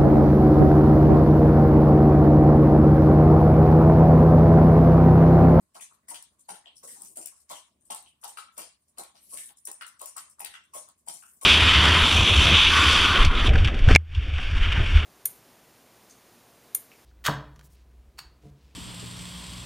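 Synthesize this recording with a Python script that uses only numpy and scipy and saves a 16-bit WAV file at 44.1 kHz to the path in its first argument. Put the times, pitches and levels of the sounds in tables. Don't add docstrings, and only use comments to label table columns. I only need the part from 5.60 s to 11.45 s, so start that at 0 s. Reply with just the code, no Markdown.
import sys
import numpy as np
from scipy import signal
from scipy.io import wavfile
from scipy.ndimage import uniform_filter1d

SR = 44100
rng = np.random.default_rng(int(sys.argv[2]) if len(sys.argv) > 2 else 0)


def ratio_of_db(decibels):
    return 10 ** (np.asarray(decibels, float) / 20)


def digitize_waveform(pressure):
    field = np.atleast_2d(pressure).T
    bounded = np.clip(field, -1, 1)
    quanta = np.round(bounded * 32767).astype(np.int16)
    wavfile.write(sys.argv[1], SR, quanta)


N = 257984

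# f/Hz, correlation [0..1]
PORT_LIKENESS = [(60, 0.0029), (130, 1), (290, 0.68), (640, 0.36), (1400, 0.042)]
# f/Hz, level/dB
SPRAY_SPECTRUM = [(2350, -54.5), (4000, -20), (4890, -13), (5480, -9.5), (6500, -8.5), (8340, -1),
                  (9390, 4.5), (10700, -9), (11800, -4.5), (14000, -18), (15600, -21), (16200, -63),
                  (16500, -76)]
# f/Hz, level/dB
MIST_SPECTRUM = [(9000, -51), (11500, 23), (13500, 28), (15500, 24), (16500, -32)]
GATE_DB = 17


def evened(x):
    return x / np.sqrt(np.mean(x ** 2) + 1e-20)


def read(points, hz):
    f, value = np.transpose(points)
    return np.interp(np.log(hz + 1), np.log(f + 1), value)


def add(mix, s, sound):
    part = mix[..., round(s * SR):][..., :sound.shape[-1]]
    part += sound[..., :part.shape[-1]]


def sides(pan_db):
    return ratio_of_db(np.array([[pan_db / 2], [-pan_db / 2]]))


def colour(x, points):
    level_db = read(points, abs(np.fft.fftfreq(4096, 1 / SR)))
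    log_gain = np.log(ratio_of_db(np.maximum(level_db, -100)))
    taps = np.fft.ifft(np.exp(np.conj(signal.hilbert(log_gain)))).real[:1024]
    return signal.oaconvolve(x, taps[None] / np.linalg.norm(taps), axes=1)[:, :N]


def resonate(x, hz, width):
    turn = np.exp(2j * np.pi * np.cumsum(hz * np.ones(x.shape[-1])) / SR)
    r = np.exp(-np.pi * width / SR)
    return 2 * (turn * signal.lfilter([1 - r], [1, -r], x / turn)).real


def patches(shape, bins, frames):
    field = rng.standard_normal(shape[::-1]).T
    field = uniform_filter1d(field, size=bins, axis=0)
    return evened(uniform_filter1d(field, size=frames, axis=1))


def floor():
    # f/Hz, level/dB
    air_spectrum = [(12, -42), (20, -14), (65, -10.5), (218, -3), (506, -23), (616, -12.5), (816, -24),
                    (1110, -11.5), (1240, -21), (3420, -25.5), (6170, -25), (9140, -17), (11800, -30.5),
                    (15200, -30), (16500, -40)]
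    # f/Hz, level/dB, width/Hz
    hum_tones = [(51.3, -101, 13), (73.4, -89.5, 12.7), (220.6, -101, 8.8)]
    frames, hz = N // 256 + 5, np.fft.rfftfreq(1024, 1 / SR)
    a, b, c, d = rng.standard_normal((frames, 513, 4)).T
    same = np.clip(read(PORT_LIKENESS, hz), -1, 1)[:, None]
    left, other = a + 1j * b, c + 1j * d
    z = np.array([left, same * left + np.sqrt(1 - same ** 2) * other])
    z *= ratio_of_db(read(air_spectrum, hz)[:, None] + 1.8 * patches(a.shape, bins=12, frames=14))
    air = ratio_of_db(-89.5 + 6) * evened(signal.istft(z, nperseg=1024, noverlap=768)[1][:, :N])
    hum = sum(ratio_of_db(db) * evened(resonate(rng.standard_normal(N), f, width)) for f, db, width in hum_tones)
    return air + hum


def bubble(hz, cycles, glide, rise):
    u = np.arange(0, 3, hz / max(cycles, 1) / SR)
    shape = np.minimum(u / rise, 1) ** 2 * np.exp(-3.0 * np.maximum(u - rise, 0))
    return shape * np.sin(2 * np.pi * cycles * (u + glide * u ** 2 / 2))


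def droplets(drive, low_hz, high_hz, per_s):
    landed = rng.random(N) < per_s / SR
    sizes = drive * ratio_of_db(3.26 * np.minimum(rng.exponential(1, N), 2.8)) * landed
    kind, pitches = rng.integers(0, 24, N), np.geomspace(low_hz, high_hz, 24)
    out = np.zeros(N)
    for k, hz in enumerate(pitches):
        ring = bubble(hz, 4.67, glide=0.055, rise=0.32)
        out += signal.oaconvolve(sizes * (kind == k), ring)[:N]
    return out[None]


def sprays():
    # t/s, peak level/dB, t60/s
    lip_dribbles = [(0.014, -47, 0.039), (.151, -56, 0.25), (0.717, -57, 0.12), (0.794, -44.5, 0.095),
                    (0.84, -47, 0.04), (1.274, -40, 0.98), (1.802, -43.5, 0.059), (1.8477, -62, .12),
                    (2.071, -53.5, 0.074), (2.21, -44.5, 0.029), (2.2545, -39.5, 0.041),
                    (2.615, -43.5, 0.08), (2.922, -57.5, 0.47), (3.207, -56.5, 0.11), (3.281, -45, 0.045),
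                    (3.566, -52, 0.015), (3.6237, -59.5, 0.51), (3.6926, -44, 0.75), (5.039, -40.5, 0.027),
                    (5.3762, -58, 0.29), (5.4636, -45.5, 0.22)]
    # t/s, peak level/dB, body/dB relative, t60/s
    tongue_splashes = [(0.146, -37, -20, 0.11), (0.333, -42.5, -16, 0.031), (0.484, -28.5, -30, 0.1),
                       (0.8916, -19.5, -13, 0.028), (1.058, -42, -7.5, 0.026), (1.233, -28.5, -27.5, 0.062),
                       (1.42, -52, -27, 1), (1.569, -29.5, -25.5, 0.077), (1.766, -39, -15, 0.027),
                       (1.898, -34, -16.5, 0.26), (2.3045, -20, -18, 0.043), (2.4723, -51.5, -17, 0.11),
                       (2.6379, -16, -15.5, 0.019), (2.772, -31.5, -10, 0.087), (2.979, -21, -20, 0.063),
                       (3.384, -17.5, -19, 0.023), (3.5456, -54, -13.5, 0.5), (3.733, -34, -17, 0.049),
                       (4.0725, -21.5, -19.5, 0.036), (4.2115, -26.5, -6.5, 0.02),
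                       (4.414, -29, -21.5, 0.081), (4.5688, -20.5, -19.5, 0.041),
                       (4.805, -33, -33.5, 0.038), (4.939, -34, -2.5, 0.03), (5.138, -26, -26, 0.18),
                       (5.286, -52, -4, 0.032), (5.475, -35, -13.5, 0.041), (5.8134, -26, -19, 0.063)]
    # t/s, peak level/dB, body/dB relative
    tongue_flicks = [(0.2095, -24, -20), (0.504, -28.5, -16.5), (0.543, -25, -11.5), (0.563, -44, -29),
                     (.625, -41, -24), (0.886, -31.5, -27), (0.9408, -35.5, -13), (1.157, -41.5, -33),
                     (1.166, -40.5, -37), (1.275, -36.5, -24), (1.447, -37, -40), (1.559, -28.5, -25.5),
                     (1.613, -27, -26), (1.6582, -23.5, -26.5), (1.895, -32.5, -18), (1.9106, -46, -38),
                     (1.957, -33.5, -24), (2.31, -40, -38), (2.347, -25, -22), (2.678, -24.5, -23),
                     (2.969, -33, -16.5), (3.016, -30, -14.5), (3.3745, -36.5, -13), (3.4334, -49.5, 2),
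                     (3.772, -24, -15.5), (3.971, -37.5, -26), (4.052, -25.5, -41), (4.119, -33, -44),
                     (4.265, -29.5, -39), (4.394, -29.5, -42), (4.4598, -24.5, -21.5), (4.481, -31.5, -26),
                     (4.58, -32.5, -16.5), (4.698, -37.5, -38), (4.7942, -28, -29), (4.8035, -38, -28),
                     (4.8464, -26, -12), (5.483, -21, -17.5), (5.526, -24.5, -43), (5.827, -29, -57)]
    # f/Hz, level/dB
    body_spectrum = [(500, 2.5), (1200, -3.5), (2000, 5.5), (3200, 12), (4500, 13.5), (6000, 10.5)]
    splash_mist_db, flick_mist_db, dribble_mist_db = -29, -27, -26
    flick_t60, dribble_body_db = 0.045, -27
    apart = 0.61

    bursts = [(*row, splash_mist_db) for row in tongue_splashes]
    bursts += [(*row, flick_t60, flick_mist_db) for row in tongue_flicks]
    bursts += [(s, db, dribble_body_db, t60, dribble_mist_db) for s, db, t60 in lip_dribbles]
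    fine, body, top = np.zeros((3, N))
    t = np.arange(9000) / SR
    for s, db, body_db, t60, mist_db in bursts:
        burst = ratio_of_db(db - 18.0 - 60 * t / max(t60, .01)) * np.minimum(t / 0.0044, 1)
        add(fine, s - .003, burst)
        add(body, s - .003, ratio_of_db(body_db + 12.5) * burst)
        add(top, s - .003, ratio_of_db(mist_db + 10.5) * burst)

    fizz, mist, clumps = rng.standard_normal((3, 1, N))
    fizz = np.sqrt(1 - apart ** 2) * fizz + apart * rng.standard_normal((2, N))
    clumps = ratio_of_db(3.6 * np.clip(evened(uniform_filter1d(clumps, size=90)), -3, 2))
    bright = colour(fine * clumps * fizz, SPRAY_SPECTRUM)
    bright = bright + ratio_of_db(0.5) * colour(droplets(fine, 5240, 9930, per_s=1200), SPRAY_SPECTRUM)
    bubbly = colour(droplets(body, 1153, 6040, per_s=2200), body_spectrum)
    return sides(6.0) * (bright + bubbly + colour(top * clumps * mist, MIST_SPECTRUM))


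def plops():
    # t/s, peak level/dB, f/Hz, slop/dB relative
    lap_pockets = [(.152, -52.5, 690, -11), (.482, -59, 1020, -3), (.511, -45.5, 900, -6.5),
                   (.889, -39, 830, -17.5), (1.238, -50, 497, -29), (1.396, -59, 940, -2.5),
                   (1.498, -71, 295, 3), (1.57, -47, 628, -7), (1.903, -39, 1010, -8.5),
                   (2.303, -37, 820, -14), (2.642, -40.5, 853, -33), (2.977, -47.5, 590, -4),
                   (3.378, -49, 950, 5), (3.732, -52.5, 552, -7), (4.074, -49.5, 983, -6.5),
                   (4.412, -44.5, 1024, -38), (4.805, -41.5, 818, -20), (5.144, -50.5, 1050, -7),
                   (5.475, -43, 827, -26), (5.83, -48.5, 523, 2)]
    # t/s, peak level/dB, f/Hz
    gulp_pockets = [(0.313, -58, 1100), (1.064, -55, 710), (1.36, -58, 845), (2.632, -46.5, 1150),
                    (2.774, -36.5, 1254), (3.383, -48.5, 740), (3.552, -59.5, 750), (3.899, -60.5, 817),
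                    (4.212, -36.5, 1350), (4.565, -41, 1147), (4.787, -53.5, 1110), (4.942, -43.5, 1430),
                    (5.28, -56, 1066), (5.627, -48, 1385)]
    # f/Hz, level/dB
    slop_spectrum = [(90, -17.5), (170, 18.5), (260, 14), (450, -5.5), (700, -7.5), (1200, -66.5)]
    pockets = [(*row, 1) for row in lap_pockets] + [(*row, -78, 0.77) for row in gulp_pockets]
    out, slop, t = np.zeros((2, N)), np.zeros((1, N)), np.arange(4000) / SR
    for (s, db, hz, slop_db, ring), luck in zip(pockets, rng.random((len(pockets), 8, 2))):
        cycles = (4.68 + 0.0014 * hz) * ring
        add(out, s - .0025, ratio_of_db(db) * sides(hz / 160) * bubble(hz, cycles, glide=.05, rise=.3))
        for late, size in luck[3:]:
            leftover = bubble(hz * (0.925 + 0.038 * late + 0.21 * size), cycles, glide=0.024, rise=0.24)
            add(out, s + .13 * late, ratio_of_db(db - 21.5 - 14.5 * late) * sides(1.2) * leftover)
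        for late, size in luck[:3]:
            neighbour = bubble(hz * (0.425 + 0.61 * size), 3.3, glide=0.85, rise=0.063)
            add(out, s + .028 * late, ratio_of_db(db + 0.8 * slop_db) * sides(hz / 250) * neighbour)
        surge = np.minimum(t / 0.01, 1) * ratio_of_db(-60 * t / 0.049) * rng.standard_normal(len(t))
        add(slop, s - .002, ratio_of_db(db + slop_db + 8.0) * surge[None])
    return out + colour(slop, slop_spectrum)


def drips():
    # t/s, peak level/dB, f/Hz
    hard_ticks = [
        (0.154, -33, 5100),
        (0.5465, -30.5, 4500),
        (1.894, -34.5, 5600),
        (2.776, -31.5, 2160),
        (3.556, -38.5, 4300),
        (3.8933, -40, 3560),
        (4.401, -35, 3880),
        (4.8043, -32, 2410),
        (4.8476, -31, 3330),
    ]
    # t/s, peak level/dB, f/Hz
    small_bubbles = [(0.199, -44.5, 2440), (0.432, -62, 1890), (0.4855, -42.5, 1940), (0.8395, -56.5, 4200),
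                     (0.892, -47, 2720), (1.042, -53.5, 1860), (1.059, -36.5, 3100), (1.065, -46, 3310),
                     (1.072, -49, 4100), (1.169, -42, 5550), (2.468, -55, 3960), (4.219, -49, 5040),
                     (4.579, -41, 5170), (1.281, -44.5, 1854), (1.29, -64, 1780), (1.615, -45, 2690),
                     (1.9561, -39.5, 3030), (2.3016, -38, 3550), (2.462, -44, 3010), (2.7742, -37, 2840),
                     (2.779, -48, 3050), (3.016, -34.5, 4900), (3.384, -33, 4070), (3.7704, -48, 2000),
                     (4.0719, -45.5, 1830), (4.2124, -37.5, 2820), (4.2185, -39, 2010),
                     (4.572, -42.5, 1880), (4.805, -42, 2400), (4.8462, -33.5, 3210), (4.8485, -34.5, 4520),
                     (4.852, -49, 5100), (4.857, -43, 1950), (4.9401, -41, 2850), (4.9413, -42, 1940),
                     (5.1436, -43, 3270), (5.4824, -65, 4530), (5.624, -47, 2750)]
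    # t/s, peak level/dB,
    # f/Hz, cycles
    partner_pockets = [(.156, -44, 1020, 3.3), (.372, -67, 1130, 11), (1.74, -62, 72, 2.5),
                       (3.63, -62, 58, 2.7), (4.87, -57, 62, 2.7), (2.87, -60.5, 1320, 34),
                       (0.896, -47, 180, 7.3), (1.229, -52.5, 1050, 5.5), (1.591, -49.5, 640, 4.6),
                       (1.265, -58, 480, 7.4), (1.72, -57, 1040, 3.7), (1.765, -67, 1220, 5.3),
                       (1.785, -72, 750, 6.6), (1.908, -42, 576, 2.4), (1.912, -52, 1020, 2.4),
                       (3.722, -52.5, 1060, 9), (3.877, -59, 1750, 12), (2.31, -38.5, 980, 4.4),
                       (2.984, -46.5, 183, 3.8), (2.979, -42.5, 1035, 5.1), (3.736, -48.5, 192, 2.7),
                       (4.078, -49.5, 477, 2.9), (4.418, -43.5, 540, 3.1), (5.15, -44.5, 582, 7),
                       (5.48, -49, 186, 3.3), (5.486, -49.5, 655, 7), (4.953, -48.5, 1490, 5.7),
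                       (5.133, -45.5, 1067, 16.4), (5.818, -46, 1070, 9.9)]
    out = np.zeros((2, N))
    drops = [(*row, 10) for row in small_bubbles] + [(*row, 2.8) for row in hard_ticks]
    for s, db, hz, cycles in drops:
        add(out, s - .001, ratio_of_db(db - 6.0) * sides(7.8) * bubble(hz, cycles, glide=0.028, rise=0.24))
    for s, db, hz, cycles in partner_pockets:
        add(out, s, ratio_of_db(db) * bubble(hz, cycles, glide=0.057, rise=0.18)[None])
    return out


def smacks():
    # t/s, peak level/dB, sharp edge/dB relative
    lip_smacks = [(0.21, -34, -20), (.4855, -33, -22), (.505, -30, -20), (.545, -28, -22),
                  (0.625, -28, -24), (1.2405, -33, -20), (1.251, -32, -24), (1.275, -28, -26),
                  (1.4193, -20, -25), (1.433, -31, -26), (1.4485, -31, -28), (1.5716, -19.5, -27),
                  (1.659, -18, -15), (1.6718, -22.5, -20), (1.9131, -26, -16), (2.309, -19.5, -26),
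                  (2.347, -20, -25), (2.425, -39, -14), (2.6432, -20, -19), (2.9811, -25, -17),
                  (3.019, -31, -21), (3.387, -22.5, -28), (3.4357, -27.5, -23), (3.729, -31, -24),
                  (3.735, -26, -24), (3.742, -24, -24), (3.7735, -23.5, -20), (4.0532, -23.5, -13),
                  (4.0728, -19, -23), (4.115, -19, -21), (4.2178, -35, -13), (4.266, -31, -19),
                  (4.4153, -20, -20), (4.458, -22, -18), (4.5658, -19.5, -20), (4.58, -22, -21),
                  (4.699, -38, -24), (4.795, -32, -17), (4.8053, -23.5, -15), (4.8473, -20.5, -11),
                  (5.2875, -35.5, -21), (5.4854, -19.5, -23), (5.833, -22, -23)]
    # f/Hz, level/dB
    snap_spectrum = [(3000, -53), (5500, -12.5), (7000, -9.5), (9000, 8), (12000, -8.5), (15500, -17.5)]
    fine, edge = np.zeros((2, 1, N))
    t = np.arange(300) / SR
    for (s, db, edge_db), noise in zip(lip_smacks, rng.standard_normal((len(lip_smacks), len(t)))):
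        snap = ratio_of_db(db - 12) * np.minimum(t / 0.00068, 1) * np.exp(-t / 0.0022) * np.sign(noise)
        add(fine, s - .0006, snap[None])
        add(edge, s - .0006, ratio_of_db(edge_db + 11.0) * snap[None])
    return sides(8.4) * (colour(fine, snap_spectrum) + colour(edge, MIST_SPECTRUM))


def hisses():
    # t/s, level/dB, whistle centre f/Hz
    muzzle_hisses = [
        [(1.15, -105, 8700), (1.225, -85, 8500), (1.24, -47.5, 9000), (1.265, -54, 8900), (1.3, -56, 8700),
         (1.335, -47.5, 8700), (1.39, -57, 8350), (1.45, -51.5, 8500), (1.56, -59, 8400)],
        [(3.6, -72, 11200), (3.64, -63, 11200), (3.685, -61, 10800), (3.71, -51, 10600), (3.745, -46, 10400),
         (3.8, -49, 10200), (3.85, -49.5, 10200), (3.89, -50.5, 10200), (3.95, -80, 9900)],
        [(5.52, -62, 9250), (5.64, -68.5, 10300), (5.81, -74, 9200)],
        [(3.7, -73, 9300), (3.74, -53, 9100), (3.78, -47, 8750), (3.83, -49, 8550), (3.87, -52, 8400),
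         (3.92, -72, 8400)],
    ]
    loose_lips_db = [4, -5, 3, -25]
    broad_rush_db = [-15, -1.5, 10, -10]
    whistle_widths = [1200, 700, 1200, 900]
    out = np.zeros((2, N))
    for rows, lips_db, rush_db, width in zip(muzzle_hisses, loose_lips_db, broad_rush_db, whistle_widths):
        s, *columns = np.transpose(rows)
        t = np.arange(s[0], s[-1], 1 / SR)
        db, hz = (np.interp(t, s, c) for c in columns)
        mist_db = -66 + 0.15 * (db + 50) - db
        flutter_db = -62.5 + 0.49 * (db + 50) - db
        air, wide, more, low, sputter = rng.standard_normal((5, 2, len(t)))
        whistle = evened(resonate(resonate(air, hz, width), hz, 2.3 * width))
        rush = evened(colour(wide, SPRAY_SPECTRUM)[:, :len(t)])
        mist = evened(colour(more, MIST_SPECTRUM)[:, :len(t)])
        flutter = evened(resonate(resonate(low[0], 200, 59), 140, 300))
        sputter = ratio_of_db(2.0 * evened(uniform_filter1d(sputter[0], size=150)))
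        gust = sputter * (whistle + ratio_of_db(rush_db) * rush + ratio_of_db(mist_db) * mist)
        gust = gust + ratio_of_db(flutter_db + lips_db) * flutter
        add(out, s[0], ratio_of_db(db - 3.0) * sides(3.7) * gust * signal.windows.tukey(len(t), .15))
    return out


def dense_tail():
    # f/Hz, t60/s
    room_t60 = [(250, 0.17), (700, 0.39), (1700, 0.39), (4500, 0.36), (9000, 0.33), (14000, 0.16)]
    taps = np.zeros((2, SR // 2))
    at = np.arange(300, SR // 2 - 20, 20) + rng.integers(0, 20, (2, (SR // 2 - 301) // 20))
    np.put_along_axis(taps, at, rng.choice([-1., 1.], at.shape), 1)
    hz, t, z = signal.stft(taps, SR, nperseg=512)
    same = np.clip(read(PORT_LIKENESS, hz), -1, 1)[:, None]
    z[1] = same * z[0] + np.sqrt(1 - same ** 2) * z[1]
    fade = ratio_of_db(-60 * t / read(room_t60, hz)[:, None])
    tail = signal.istft(z * fade, SR, nperseg=512)[1][:, :SR // 2]
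    tail = tail * np.minimum(np.arange(SR // 2) / SR / .02, 1)
    return tail / np.linalg.norm(tail[0])


def kitchen(x):
    # delay t/s, left level/dB, right level/dB
    wall_echoes = [(.0045, -14, -12), (.008, -10, -11), (.0128, -3, -6), (.017, -14, -12), (.022, -11, -13),
                   (.029, -12, -12)]
    echo_skews = [5, -14, 17, -6, 11, -20]
    corner_modes = [613, 662, 716, 820, 937, 1093, 1264, 1321, 1394, 1521]
    x, t = x.mean(0)[None], np.arange(SR // 2) / SR
    early = np.zeros((2, SR // 2))
    for (s, left_db, right_db), skew in zip(wall_echoes, echo_skews):
        early[[0, 1], [round(s * SR) + skew, round(s * SR)]] = ratio_of_db(np.array([left_db, right_db]))
    corner_fade = ratio_of_db(-44 - 60 * t / 0.2) * np.minimum(t / .003, 1)
    for f, phase in zip(corner_modes, rng.random((len(corner_modes), 2, 1))):
        early += corner_fade * np.sin(2 * np.pi * (f * t + phase))
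    sway = np.pi * 3.1 * np.arange(N) / SR
    tails = sum(signal.oaconvolve(x * part(sway), dense_tail(), axes=1) for part in (np.sin, np.cos))
    return (signal.oaconvolve(x, early, axes=1) + ratio_of_db(-3) * tails)[:, :N]


def shaded(x, depth_db):
    hz, _, z = signal.stft(x, SR, nperseg=256)
    blotches = np.array([patches(z.shape[1:], bins=4, frames=14) for _ in x])
    shade_db = depth_db * np.clip(hz / 2000, 0, 1)[:, None] * blotches
    return signal.istft(z * ratio_of_db(shade_db), nperseg=256)[1][:, :N]


def scene():
    water, mouth = plops() + drips() + sprays(), smacks()
    direct = water + mouth + hisses()
    direct[0] = np.roll(direct[0], 17)
    heard = direct + sides(2.0) * kitchen(ratio_of_db(3.5) * water + ratio_of_db(-8.0) * mouth)
    return ratio_of_db(1.5) * shaded(heard, depth_db=3.0) + ratio_of_db(GATE_DB) * floor()


def top_cut(x):
    return signal.sosfilt(signal.butter(12, 16640, fs=SR, output="sos"), x)


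def record(dry):
    z = signal.stft(dry, nperseg=512)[2]
    power = uniform_filter1d((abs(z) ** 2).mean(0), size=15, axis=0)
    power = uniform_filter1d(power, size=3, axis=1)
    power_db = 10 * np.log10(power + 1e-20)
    floor_db = np.percentile(power_db, 12, axis=1, keepdims=True)
    over_db = power_db - floor_db - 1.5
    over_db[:4] = -99
    gate_gain = ratio_of_db(-GATE_DB / (1.5 + np.exp(over_db / 2.03)))
    gated = signal.istft(z * gate_gain, nperseg=512)[1][:, :N]
    gated = signal.sosfilt(signal.butter(2, 40, "high", fs=SR, output="sos"), gated)
    band_limit = signal.firwin(511, 15900, window=("kaiser", 9), fs=SR)
    limited = signal.oaconvolve(gated, band_limit[None], "same")
    return top_cut(limited)


dry = scene()
out = record(dry)
digitize_waveform(out)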